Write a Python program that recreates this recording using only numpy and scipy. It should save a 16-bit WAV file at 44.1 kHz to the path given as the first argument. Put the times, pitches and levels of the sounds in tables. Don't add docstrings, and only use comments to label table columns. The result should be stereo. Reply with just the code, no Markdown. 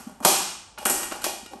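import sys
import numpy as np
from scipy import signal
from scipy.fft import rfft, irfft
from scipy.io import wavfile
from scipy.ndimage import uniform_filter1d

SR = 44100
rng = np.random.default_rng(int(sys.argv[2]) if len(sys.argv) > 2 else 0)


def output_pcm(signal):
    pcm = np.clip(np.atleast_2d(signal).T, -1, 1) * 32767
    wavfile.write(sys.argv[1], SR, np.round(pcm).astype(np.int16))


N = 70560
T = np.arange(N) / SR
HZ = np.fft.rfftfreq(2 * N, 1 / SR)


def amp(db):
    return 10 ** (np.asarray(db) / 20)


def unit(x):
    return x / np.sqrt((x ** 2).sum(-1, keepdims=True) + 1e-20)


def decay(t, t60_s):
    return np.exp(-np.log(1000) * t / t60_s)


def curve(points, hz=HZ):
    freq_hz, value = np.transpose(points)
    return np.interp(np.log(hz + 1), np.log(freq_hz + 1), value)


def add(mix, start_s, sound):
    at = round(start_s * SR)
    sound = sound[:, max(-at, 0):]
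    part = mix[:, max(at, 0):][:, :sound.shape[1]]
    part += sound[:, :part.shape[1]]


def convolve(a, b):
    return signal.fftconvolve(np.atleast_2d(a), np.atleast_2d(b), axes=1)[:, :N]


def colour(x, points, size=4096):
    log_gain = np.log(amp(curve(points, abs(np.fft.fftfreq(size, 1 / SR)))))
    response = np.exp(np.conj(signal.hilbert(log_gain)))
    return convolve(x, np.fft.ifft(response).real[:size // 2])


def noise(spectrum):
    white = rfft(rng.standard_normal((2, 2 * N)))
    return np.sqrt(N) * unit(irfft(white * amp(curve(spectrum)))[:, :N])


# freq_hz, relative_db
AIR_SPECTRUM = [(25, -31), (52, -16.5), (90, -7.5), (220, -16), (400, -18), (900, -12), (2500, -30),
                (9000, -38), (13000, -62)]
RUMBLE_SPECTRUM = [(20, -30), (36, -29), (52, 10.5), (70, 0), (110, -23), (300, -57), (1000, -88)]

def air(hiss_db=-56.5, rumble_db=-63.5, waver_db=3, waver_hz=6):
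    slow_spectrum = rfft(rng.standard_normal(2 * N)) / (1 + (HZ / waver_hz) ** 4)
    waver = np.sqrt(N) * unit(irfft(slow_spectrum)[:N])
    hiss = amp(hiss_db) * noise(AIR_SPECTRUM)
    return hiss + amp(rumble_db + waver_db * waver) * noise(RUMBLE_SPECTRUM)


# freq_hz, t60_s
KITCHEN_DECAY = [(150, 0.7), (400, 0.31), (1000, 0.57), (2700, 0.68), (5500, 0.62), (8500, 0.5644),
                 (12000, 0.37)]
# freq_hz, gain_db
KITCHEN_COLOUR = [(150, 3.5), (400, 0), (900, 2), (1500, -0.5), (2400, 4), (5500, 6), (8500, 4.5),
                  (12000, 4.5), (14000, -16)]

def kitchen_tail(delay_s=0.0017, build_s=0.015):
    hz, t, bands = signal.stft(rng.standard_normal((2, SR)), SR, nperseg=256)
    t60_s = curve(KITCHEN_DECAY, hz)[:, None]
    equal_energy = np.sqrt(2 * np.log(1000) / (t60_s * SR))
    bands = bands * amp(curve(KITCHEN_COLOUR, hz)[:, None]) * decay(t, t60_s) * equal_energy
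    tail = signal.istft(bands, SR, nperseg=256)[1][:, :SR]
    return tail * (1 - np.exp(-np.maximum(T[:SR] - delay_s, 0) / build_s))


# start_s, level_db, pitch_hz
FOOT_BUMPS = [(0.0, -42, 232), (0.066, -28, 234), (0.118, -44, 223), (0.206, -31.5, 244),
              (0.2485, -14.5, 200), (0.399, -37.5, 254), (0.788, -43.5, 229), (1.425, -40, 225),
              (1.55, -38, 236)]

def foot_bumps(rise_s=0.009, room_db=-11):
    out, t = np.zeros((2, N)), T[:SR // 8]
    rise = (t / rise_s) ** 2
    for start_s, level_db, pitch_hz in FOOT_BUMPS:
        knock = amp(level_db) * rise * np.exp(1 - rise) * np.sin(2 * np.pi * pitch_hz * t)
        add(out, start_s, np.array([knock, np.zeros_like(knock)]))
        add(out, start_s, amp(room_db) * convolve(knock, kitchen_tail()))
    return out


def chatter(envelope, size=4096, smooth_bins=50):
    spectrum = rfft(rng.standard_normal((2, size)) * envelope[:size], 2 * size)
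    spectrum /= np.sqrt(uniform_filter1d(abs(spectrum) ** 2, smooth_bins) + 1e-12)
    return unit(irfft(spectrum)[:, :size])


def metal_ring(modes):
    t = T[:SR]
    return sum(amp(db) * unit(decay(t, t60_s) * np.sin(2 * np.pi * (hz * t + rng.random((2, 1)))))
               for hz, db, t60_s in modes)


# pitch_hz, level_db, t60_s
LID_MODES = [(338, -19, .55), (369, -16, .35), (392, -16, .45), (603, -18, .3), (764, -20, .45),
             (947, -25, .5), (1117, -18, .45), (2435, -11, .65), (2478, -13, .55), (3303, -10, .55),
             (4180, -15, .45), (5467, -19, .75), (6191, -18, .5), (8016, -21, .55)]
LATCH_MODES = [(790, -20, .4), (848, -19, .45), (1428, -18, .3), (1885, -16, .6), (2345, -17, .5),
               (2812, -15, .35), (2900, -16, .25), (3790, -18, .35), (5572, -18, .6), (7270, -19, .5),
               (7747, -17, .5), (8500, -19, .35), (8745, -20, .45), (9405, -17, .55)]

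def contact(envelope, room_db, lid_db, latch_db, apart_db=-6.5):
    sound = amp(room_db) * kitchen_tail()
    sound += amp(lid_db) * metal_ring(LID_MODES)
    sound += amp(latch_db) * metal_ring(LATCH_MODES)
    add(sound, 0, chatter(envelope) * amp([[0], [apart_db]]))
    return sound


# start_s, length_s, level_db, bright_db
LATCH_SCRAPES = [(0.054, 0.044, -35, 1), (0.233, .014, -29, 7), (0.815, 0.021, -29, 0.5),
                 (1.21, 0.028, -32.5, 13), (1.369, .03, -37, -6), (1.502, 0.032, -30.5, -4.5)]

def latch_scrapes(slips_per_s=900, slip_s=0.001):
    out = np.zeros((2, N))
    for start_s, length_s, level_db, bright_db in LATCH_SCRAPES:
        slips = rng.choice([-1, 1], N) * (rng.random(N) < slips_per_s / SR)
        swell = (T < length_s) * np.sqrt(T / length_s)
        one_slip = contact(np.exp(-T / slip_s), room_db=-3, lid_db=-4, latch_db=0)
        scrape = convolve(unit(slips * swell), one_slip)
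        add(out, start_s, amp(level_db) * colour(scrape, [(400, 7.5), (850, 4), (1800, bright_db)]))
    return out


CLACK_BANDS_HZ = [300, 800, 1500, 3700, 8500]
# (band, room and ring gains relative to level_db)
LATCH_CLACKS = [(-0.04, -25, -2.5, -1, 5.5, -0.5, 1, .03, 2, -7.5, -6),
                (0.2030, -35, -1.5, 10.5, 6, -6, 2.5, 0.026, 3, 3.5, -2.5),
                (0.2258, -21.5, -5, -2, 1, -5.5, -4, 0.058, 11, -3, -15),
                (0.2487, 4, -1.5, 4.5, 3.5, 5.5, 7.5, 0.057, 0.5, -1.5, -34),
                (0.2597, -7, -18, -15, -19.5, 6, -13, 0.018, 9, 8.5, -9),
                (0.7765, -27, -8, 1, 10, 8.5, -17, 0.065, -4, -28, -4),
                (0.7835, -25.5, -11.5, 1.5, 5.5, 4, 2, 0.048, -1, -2, 1.5),
                (0.8531, -4, -8, -18, -11, -5.5, 7.5, 0.1, -9.5, 0, 3),
                (0.856, -10.5, 6.5, 2, 14, 9, -3, 0.026, -1.5, -11, -5),
                (0.8650, -20.5, 5, 9, -18, -1, 18, 0.027, 0, 1.5, -7),
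                (0.8978, -2, 0, -7.5, -6, -3.5, 6, 0.097, -2, -9.5, 0.5),
                (0.9930, -27.5, 1, 1, 5, -6, 4.5, 0.035, 10, 6, 7.5),
                (1.0306, -16.5, -8, -4.5, 2, 2.5, -1, .04, -10, -7.5, -0.5),
                (1.084, -44, -8, -12, 11, -4, 2.5, 0.019, 17, -10, -6),
                (1.1130, -25, -3, -2.5, 6, 11, -18, 0.012, -22, -23, -2),
                (1.1193, -19.5, 6.5, 6.5, 9, 5.5, -1, 0.064, -2.5, -12, -7.5),
                (1.159, -29, -6, 5.5, 5, -2, 1, 0.014, -24, -27, 2),
                (1.241, -13.5, 1, -1.5, 7.5, 13, 9.5, 0.097, -5, -8, -6.5),
                (1.2650, -21.5, 7, 16, -13, -12, 6, 0.015, -1, -7.5, -10),
                (1.4607, -22.5, -2, -15, -4, 0.5, -9, .025, -19, -15, 2.5),
                (1.5345, -28.5, 7, 8, -1, 0, -8, 0.022, -3, -9, -4.5)]

def latch_clacks(attack_s=0.00065):
    out = np.zeros((2, N))
    for start_s, level_db, *bands_db, chatter_t60_s, room_db, lid_db, latch_db in LATCH_CLACKS:
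        envelope = (1 - np.exp(-T / attack_s)) * decay(T, chatter_t60_s)
        clack = contact(envelope, room_db, lid_db, latch_db)
        add(out, start_s, amp(level_db) * colour(clack, list(zip(CLACK_BANDS_HZ, bands_db))))
    return out


# freq_hz, coherence
PORT_COHERENCE = [(60, .94), (150, .93), (350, .72), (700, .45), (1500, .4), (3000, .45), (5300, .35),
                  (6900, .5), (7600, .8), (8600, .93), (12000, .92)]
# freq_hz, left_lead_rad
PORT_PHASE = [(60, 0), (350, 0), (1700, -.2), (2800, 1), (4100, .4), (5200, .9), (6400, .1), (7600, 1.1),
              (8800, -.3), (10000, -2.8), (11000, -4.4), (12000, -6.2)]
# freq_hz, left_minus_right_db
PORT_BALANCE = [(60, 0.3), (700, 2), (2300, 1.5), (4200, 4.5), (5500, 5), (6400, 2), (7100, 6.5), (8300, 0),
                (12000, 1)]

def microphone_ports(x):
    shared, apart = rfft(x, 2 * N)
    coherence = curve(PORT_COHERENCE)
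    shared *= np.sqrt((1 + coherence) / 2)
    apart *= np.sqrt((1 - coherence) / 2)
    lean = amp(curve(PORT_BALANCE) / 2) * np.exp(0.5j * curve(PORT_PHASE))
    return irfft(np.array([(shared + apart) * lean, (shared - apart) / lean]))[:, :N]


def gain_control(x, threshold_db=-22.5, squeeze=0.34, release_db_per_s=83, size=260):
    level_db = 10 * np.log10(abs(uniform_filter1d((x ** 2).mean(0), size)) + 1e-12)
    fall_db = T * release_db_per_s
    held_db = np.maximum.accumulate(level_db + fall_db) - fall_db
    excess_db = np.maximum(held_db - threshold_db, 0)
    return x * amp(-squeeze * uniform_filter1d(excess_db, size))


# freq_hz, gain_db
CONTACT_COLOUR = [(40, -7.5), (110, -16.5), (190, 2), (260, 7), (370, 7.5), (480, 7), (610, 10), (690, 8),
                  (800, 13), (940, 9.5), (1050, 6), (1170, 7.5), (1500, 4.5), (1900, -3), (2250, -4),
                  (2450, -2.5), (2650, -2.5), (2900, -0.5), (3600, -7.5), (4400, -4), (5100, -3),
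                  (6500, -2), (8800, -1.5), (9900, 2), (11500, 3), (12300, -8.5), (13200, -30),
                  (16000, -33)]

def scene(latch_gain_db=15):
    latch = amp(latch_gain_db) * colour(latch_clacks() + latch_scrapes(), CONTACT_COLOUR)
    return microphone_ports(latch + foot_bumps() + air())


def record(dry, notch_hz=10230, notch_width_hz=220, notch_db=-32, cutoff_hz=16200):
    notch = amp(notch_db * np.exp(-((HZ - notch_hz) / notch_width_hz) ** 2))
    notched = irfft(rfft(gain_control(dry), 2 * N) * notch)[:, :N]
    clipped = notched / (1 + notched ** 8) ** (1 / 8)
    lowpass = signal.firwin(511, cutoff_hz, window=("kaiser", 9), fs=SR)
    return signal.oaconvolve(clipped, lowpass[None], "same")


dry = scene()
out = record(dry)
output_pcm(out)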